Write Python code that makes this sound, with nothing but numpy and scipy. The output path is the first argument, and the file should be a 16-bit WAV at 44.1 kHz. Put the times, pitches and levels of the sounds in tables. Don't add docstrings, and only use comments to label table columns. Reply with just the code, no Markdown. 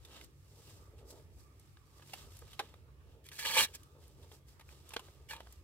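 import sys
import numpy as np
from scipy import signal
from scipy.fft import rfft, irfft, next_fast_len
from scipy.io import wavfile
from scipy.ndimage import uniform_filter1d

SR = 44100
rng = np.random.default_rng(int(sys.argv[2]) if len(sys.argv) > 2 else 0)


def store_pcm(level_fs):
    pcm = np.round(np.clip(level_fs, -1, 1) * 32767).astype(np.int16)
    wavfile.write(sys.argv[1], SR, np.atleast_2d(pcm).T)


def makeup_ratio(level_db):
    decades = np.asarray(level_db, float) / 20
    return 10 ** decades


N = 248283
TIME = np.arange(N) / SR


def unit(x):
    return x / np.sqrt(np.mean(x ** 2) + 1e-20)


def along(points, hz):
    point_hz, value = np.transpose(points)
    return np.interp(np.log(hz + 1), np.log(point_hz + 1), value)


def filtered(x, response):
    size = next_fast_len(N + 8192)
    hz = np.fft.rfftfreq(size, 1 / SR)
    return irfft(rfft(x, size) * response(hz), size)[..., :N]


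def shaped(spectrum):
    return lambda hz: makeup_ratio(along(spectrum, hz))


def ringing(modes):
    def response(hz):
        total = 0
        for k, (mode_hz, width_hz, db) in enumerate(modes):
            damping = 1j * hz * width_hz
            total = total + (-1) ** k * makeup_ratio(db) * damping / (mode_hz ** 2 - hz ** 2 + damping)
        return total
    return response


def crackle(per_s, spread_db, life_s, steady):
    happens = rng.random(N) < per_s / SR
    sizes = happens * makeup_ratio(spread_db * np.minimum(rng.exponential(size=N), 3))
    train = signal.lfilter([1], [1, -np.exp(-1 / (life_s * SR))], sizes)
    return unit((unit(train) + steady) * rng.standard_normal((2, N)))


def ports(pair, alike, lead_s):
    def shares(hz):
        turn = np.arccos(np.clip(along(alike, hz), -1, 1)) / 2
        return np.array([np.cos(turn), np.sin(turn)])
    mid, side = filtered(pair, shares)
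    delay = lambda hz: np.exp(2j * np.pi * np.outer([0, -lead_s], hz))
    return filtered(np.array([mid + side, mid - side]), delay)


# pitch_hz [Hz], level_db [dB]
SHADE = [(600, 0), (2000, -3), (5000, -3), (9000, -5), (15000, -0.5)]


def shaded(x):
    return filtered(x, lambda hz: makeup_ratio(np.outer([.5, -.5], along(SHADE, hz))))


def engine(rows):
    start_s, pitch_hz, level_db = np.transpose(rows)
    flutter = unit(uniform_filter1d(rng.standard_normal((2, N)), size=2500))
    turns = np.cumsum(np.interp(TIME, start_s, pitch_hz) + 2.6 * flutter[0]) / SR
    loudness = makeup_ratio(np.interp(TIME, start_s, level_db) + 2.0 + 4.0 * flutter[1])
    return loudness * np.sin(2 * np.pi * turns) * [[1], [0]]


# pitch_hz [Hz], level_db [dB per Hz]
TRAFFIC = [(12, -48.5), (20, -35), (70, 0.5), (227, -22.5), (324, -17.5), (698, -33), (754, -31.5),
           (1230, -37), (2100, -36), (2780, -37), (9000, -54), (11700, -82), (19800, -120)]
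# start_s [s], pitch_hz [Hz], level_db [dB]
ENGINES = [
    [(0.0, 61.72, -66), (4.75, 63.95, -67), (5.63, 63.5, -59.5)],
    [(0.0, 80.3, -67), (0.69, 102.1, -67.5), (5.63, 79.58, -65)],
    [(0.0, 139.2, -71.5), (5.52, 138.5, -70.5), (5.63, 125.4, -75)],
]
# start_s [s], level_db [dB]
WHINE = [
    (0.0, -95),
    (0.11, -81.5),
    (5.63, -82),
]
# pitch_hz [Hz], likeness [-1 to 1]
FAR_ALIKE = [(60, 0.59), (180, 0.98), (550, 0.67), (1650, -0.14), (4970, 0.0), (15000, 0.0)]


def traffic():
    z = signal.stft(rng.standard_normal((2, N)), nperseg=1024)[2]
    patches = uniform_filter1d(rng.standard_normal(z.shape[1:]), size=6, axis=0)
    patches = unit(uniform_filter1d(patches, size=14, axis=1))
    air = signal.istft(z * makeup_ratio(2.4 * patches), nperseg=1024)[1][:, :N]
    road = makeup_ratio(-61.5) * unit(filtered(air, shaped(TRAFFIC)))
    whine = unit(filtered(air, ringing([(1180, 130, 0)])))
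    whine = makeup_ratio(np.interp(TIME, *np.transpose(WHINE))) * whine
    whine = whine * makeup_ratio(5 * unit(uniform_filter1d(rng.standard_normal(N), size=4000)))
    engines = sum(engine(rows) for rows in ENGINES)
    return shaded(ports(road + makeup_ratio(0.5) * whine + engines, FAR_ALIKE, lead_s=0))


def swells(table):
    swell_db = 12
    level_db = np.full(N, -140.)
    for peak_s, rise_s, fall_s, db in table:
        late = TIME - peak_s
        level_db = np.maximum(level_db, db - swell_db * np.maximum(late / fall_s, -late / rise_s))
    return level_db


# peak_s [s], rise_s [s], fall_s [s], fibre_hiss_db [dB], weave_extra_db [dB]
STROKES = [(0.166, 0.13, 0.085, -65, 9), (.24, .1, 0.029, -66, -4), (.7, 0.26, 0.18, -66.5, -2),
           (.99, 0.032, .06, -75, 5), (1.106, 0.028, 0.034, -59, -30), (1.17, 0.11, 0.1, -71, -2),
           (1.4, 0.078, .1, -71, -23), (1.62, 0.18, 0.43, -77.5, -2.5), (1.98, 0.17, 0.34, -73, -0.5),
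           (2.19, 0.18, 0.11, -62.5, 2.5), (2.37, 0.23, .15, -67.5, -2.5), (2.53, 0.24, 0.081, -69, 4),
           (2.62, 0.081, .15, -71, 10), (3.12, 0.135, 0.089, -82, 7), (3.7, 0.024, 0.24, -70.5, -0.5),
           (4.03, 0.052, 0.19, -72.5, -0.2), (4.245, 0.13, .1, -73.5, 0.5), (4.345, 0.064, 0.038, -66, -5),
           (4.486, .02, 0.083, -69, -3), (4.71, 0.068, 0.23, -69.5, 0.5), (4.91, 0.12, 0.37, -69.5, 4),
           (5.05, .1, 0.14, -70, 3.5), (5.4, .02, 0.21, -75, 7), (5.53, 0.27, .1, -71.5, -3)]
# peak_s [s], rise_s [s], fall_s [s], level_db [dB]
RUBS = [(.1, 0.12, .08, -64), (.245, 0.13, .03, -65), (.56, 0.081, 0.26, -64.5), (.8, 0.18, .25, -62.5),
        (1.04, 0.19, .3, -59), (1.14, 0.13, .1, -55.5), (1.96, .12, 0.19, -70.5), (2.16, .1, 0.046, -72),
        (2.27, .05, 0.065, -62.5), (2.45, 0.03, 0.044, -65), (2.62, 0.035, 0.08, -59),
        (2.82, 0.35, 0.35, -69.5), (3.15, .2, 0.27, -66), (3.7, 0.056, 0.087, -65.5),
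        (3.99, 0.17, 0.27, -64.5), (4.245, 0.16, 0.073, -63.5), (4.33, .05, 0.066, -61.5),
        (4.57, .15, .08, -75), (4.72, .03, .3, -68.5), (4.87, 0.26, 0.32, -70), (5.03, 0.033, 0.029, -63),
        (5.25, 0.36, 0.044, -67), (5.39, 0.068, 0.22, -66)]
# pitch_hz [Hz], level_db [dB per Hz]
FIBRE = [(2940, -11.5), (5000, 0), (6010, -2), (6470, -4.5), (7630, -0.5), (11100, -8), (12100, -6.5),
         (14500, -9), (15900, -13)]
# pitch_hz [Hz], level_db [dB per Hz]
WEBBING = [(760, -4), (1300, 1.5), (1440, -11.5), (1560, -2), (2460, -4.5), (2680, 2.5), (3760, 1),
           (5500, -18.5), (7150, -22), (12100, -120)]
# pitch_hz [Hz], level_db [dB per Hz]
RUB = [(140, -26.5), (230, -16.5), (405, -5), (653, -14), (728, -22.5), (885, -15.5), (1050, -27),
       (1300, -25), (1690, -40), (2860, -120)]


def sliding():
    hiss_db = swells([row[:4] for row in STROKES])
    rub_db = swells(RUBS)
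    weave_db = swells([(peak_s, 0.59 * rise_s, 0.66 * fall_s, db + extra_db)
                       for peak_s, rise_s, fall_s, db, extra_db in STROKES])
    fibres = crackle(per_s=900, spread_db=4, life_s=.0015, steady=2)
    slips = crackle(per_s=250, spread_db=4.5, life_s=.004, steady=1.2)
    hiss = makeup_ratio(hiss_db + 5.0) * unit(filtered(fibres, shaped(FIBRE)))
    weave = makeup_ratio(weave_db + 0.5) * unit(filtered(fibres + 0.86 * slips, shaped(WEBBING)))
    rub = makeup_ratio(rub_db - 2.0) * unit(filtered(slips, shaped(RUB)))
    return shaded(hiss + weave + rub)


def band(x, low_hz, high_hz, order):
    return unit(signal.lfilter(*signal.butter(order, [low_hz, high_hz], "band", fs=SR), x))


def contacts(table, t60, rise_s, push):
    heard, t = np.zeros((2, N + SR)), np.arange(SR // 8) / SR
    fade = makeup_ratio(-60 * t / t60) * (1 - np.exp(-t / rise_s))
    blow = push * (t / 0.00021 - 2) * t / 0.00024 * np.exp(-t / 0.00016) * [[1], [0]]
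    for start_s, click_db, tick_db, knock_db, knock_hz, click_hz in table:
        noise = rng.standard_normal((3, 2, len(t)))
        tick = band(noise[0], 5800, 13000, order=2)
        click = band(noise[1], 0.974 * click_hz, 1.065 * click_hz, order=1)
        click = click + 1.05 * band(noise[1], 1640, 4270, order=2)
        knock = np.sin(2 * np.pi * knock_hz * t) * [[1], [.25]]
        knock = knock + 0.67 * band(noise[2], 398, 1220, order=2)
        burst = makeup_ratio(tick_db + 8.5) * tick + makeup_ratio(click_db - 7.5) * click + makeup_ratio(knock_db + 5.5) * knock
        heard[:, round(start_s * SR):][:, :len(t)] += fade * burst + makeup_ratio(knock_db + 2) * blow
    return heard[:, :N]


def with_ticks(table, dull_db):
    long_end_hz, short_end_hz, bright_db_per_octave = 1465, 2450, 16
    rows = []
    for start_s, click_db, knock_db, knock_hz, click_hz in table:
        octaves = np.log2(min(click_hz, short_end_hz) / long_end_hz)
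        tick_db = click_db + dull_db + bright_db_per_octave * octaves
        rows.append((start_s, click_db, tick_db, knock_db, knock_hz, click_hz))
    return rows


# start_s [s], click_db [dB], knock_db [dB], knock_hz [Hz], click_hz [Hz]
PATS = [(0.0482, -45.5, -64, 437, 3530), (2.0216, -47.5, -60, 1250, 1690), (2.1339, -34, -45, 770, 2780),
        (2.4195, -62.5, -51, 460, 1750), (2.5306, -46, -62, 1170, 3060), (2.5952, -26, -28.5, 830, 1590),
        (3.3152, -41, -60, 414, 1740), (3.3887, -29, -66, 1180, 1780), (3.4495, -25.5, -41.5, 1190, 1800),
        (4.2278, -55.5, -66, 950, 3360), (4.3148, -52, -57.5, 436, 3280), (4.5944, -47.5, -57, 1230, 2160),
        (4.609, -48, -58.5, 930, 2100), (4.9355, -35.5, -51, 870, 2560), (4.9925, -42, -48, 1020, 2780),
        (5.3073, -33.5, -49, 854, 1800)]
# start_s [s], click_db [dB], knock_db [dB], knock_hz [Hz], click_hz [Hz]
SNAPS = [(0.2112, -40.5, -69, 1180, 2200), (1.77, -50.5, -65, 1230, 1640),
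         (1.9964, -54.5, -58.5, 473.7, 1770), (2.0956, -46.5, -63, 476, 3180),
         (2.5922, -25.5, -38.5, 806, 3080), (2.7398, -47, -53, 1180, 2080), (4.6895, -48, -58, 501, 2490),
         (4.9057, -42.5, -55, 1180, 2500), (4.9194, -50.5, -54, 1010, 2570),
         (4.9636, -34, -36.5, 440, 1700), (4.9646, -22, -34, 500, 1506), (5.084, -63.5, -52, 546, 2770),
         (5.4042, -42, -43.5, 914, 2930), (5.47, -51, -54.5, 740, 1880)]
# start_s [s], click_db [dB], tick_db [dB]
TICKS = [(0.2435, -50.5, -56.5), (1.5958, -68, -60.5), (2.073, -55, -60), (2.3194, -52, -63),
         (2.3678, -66, -55.5), (2.3895, -59, -55), (3.2415, -59, -67), (3.265, -49, -57.5),
         (3.2873, -39, -53.5), (3.832, -52, -59.5), (4.0785, -65, -62.5), (4.8905, -49, -51.5),
         (5.3638, -42, -60), (5.5242, -53.5, -54.5)]


def taps():
    pats = contacts(with_ticks(PATS, dull_db=-27), t60=0.038, rise_s=0.0018, push=0)
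    snaps = contacts(with_ticks(SNAPS, dull_db=-32.5), t60=0.019, rise_s=0.00086, push=3.4)
    ticks = [(start_s, click_db, tick_db, -120, 500, 3300) for start_s, click_db, tick_db in TICKS]
    hooks = contacts(ticks, t60=0.02, rise_s=0.0012, push=0)
    return pats + snaps + hooks


def curves(tables):
    rows = np.array([row for table in tables for row in table])
    sounding = sum((TIME >= table[0][0]) & (TIME <= table[-1][0]) for table in tables) > 0
    columns = [np.interp(TIME, rows[:, 0], column) for column in rows[:, 1:].T]
    return uniform_filter1d(sounding * 1., size=300), columns


# start_s [s], pull_db [dB], shell_load_db [dB passed to the shell]
RIPS = [
    [(3.235, -89, -7), (3.26, -64, -24), (3.305, -78.5, -9), (3.322, -60.5, -17.5), (3.377, -60, -24)],
    [(3.378, -61.5, -25.5), (3.395, -48, -14.5), (3.44, -54, -3), (3.46, -45.5, 0), (3.53, -45.5, -2.5),
     (3.59, -32.5, 1), (3.65, -41.5, -13.5), (3.665, -65.5, 0.5), (3.695, -70.5, -2)],
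    [(3.73, -77, -8), (3.75, -48, -40), (3.775, -76, -21)],
    [(5.282, -90, 5), (5.29, -61, -5), (5.31, -56, -0.5), (5.335, -58.5, 4.5), (5.375, -77.5, 13),
     (5.42, -82, 7)],
]
# pitch_hz [Hz], width_hz [Hz], level_db [dB]
STRAP = [(1700, 100, -2), (2320, 90, 1), (2550, 130, -4), (2880, 110, -1), (3300, 100, 1), (3900, 170, -1),
         (4350, 170, -3), (4900, 350, -7)]
# pitch_hz [Hz], width_hz [Hz], level_db [dB]
SHELL = [(500, 51, 6.5), (700, 710, -8), (883, 75, 7), (1180, 96, 2.5)]


def ripping():
    slack_hz, taut_db, octaves_per_db = 2230, -55, -1.5
    on, (snap_db, load_db) = curves(RIPS)
    strap_db = snap_db + 5 + 0.32 * load_db
    shell_db = snap_db + load_db
    tone_hz = slack_hz * 2 ** (octaves_per_db * np.maximum(snap_db - taut_db, 0))
    hooks = crackle(per_s=2500, spread_db=2.5, life_s=.0003, steady=.5)
    tugs = crackle(per_s=600, spread_db=2, life_s=.0003, steady=.25)
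    weights = np.array([makeup_ratio(db) * (0.48 + np.exp(-(np.log(tone_hz / mode_hz) / 0.64) ** 2))
                        for mode_hz, _, db in STRAP])
    drift = unit(uniform_filter1d(rng.standard_normal(weights.shape), size=900))
    weights = weights * makeup_ratio(3.4 * drift)
    strap = 0
    for k, (mode_hz, width_hz, _) in enumerate(STRAP):
        mode = unit(filtered(hooks + 0.63 * tugs, ringing([(mode_hz, width_hz, 0)])))
        strap = strap + (-1) ** k * weights[k] * mode
    strap = strap / np.linalg.norm(weights, axis=0)
    snaps = makeup_ratio(snap_db + 5) * unit(filtered(hooks, shaped(FIBRE)))
    body = lambda hz: ringing(SHELL)(hz) * ringing([(800, 1400, 0)])(hz) ** 2
    shell = makeup_ratio(shell_db) * unit(filtered(tugs, body))
    return on * (snaps + makeup_ratio(strap_db + 4.0) * strap + shell)


# pitch_hz [Hz], t60_s [s to fade by 60 dB]
DECK = [(300, 0.051), (2000, 0.081), (10000, 0.037)]


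def deck(x):
    hz, t, z = signal.stft(rng.standard_normal((2, SR // 4)), SR, nperseg=128)
    fade = makeup_ratio(-60 * t / along(DECK, hz)[:, None])
    tail = signal.istft(z * fade, SR, nperseg=128)[1]
    tail = np.pad(tail, ((0, 0), (100, 0))) / np.linalg.norm(tail[0])
    return signal.fftconvolve(x, tail, axes=1)[:, :N]


# pitch_hz [Hz], likeness [-1 to 1]
NEAR_ALIKE = [(300, .97), (900, .92), (2000, .75), (4000, .65), (8000, .55)]


def scene():
    near = ports(sliding() + taps() + ripping(), NEAR_ALIKE, lead_s=.00008)
    return traffic() + near + makeup_ratio(-13.0) * deck(near)


def low_pass(x):
    return signal.sosfilt(signal.butter(12, 16090, fs=SR, output="sos"), x)


# pitch_hz [Hz], left_minus_right_db [dB]
PORTS = [(100, -.5), (1000, -1.5), (2500, -2.3), (5000, -2.5), (9000, -.5), (15000, 0)]


def record(dry):
    heard = filtered(dry, lambda hz: makeup_ratio(np.outer([.5, -.5], along(PORTS, hz))))
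    heard = heard + makeup_ratio(-78.5) * rng.standard_normal((2, N))
    limited = filtered(heard, lambda hz: hz < 15800)
    return low_pass(limited)


dry = scene()
out = record(dry)
store_pcm(out)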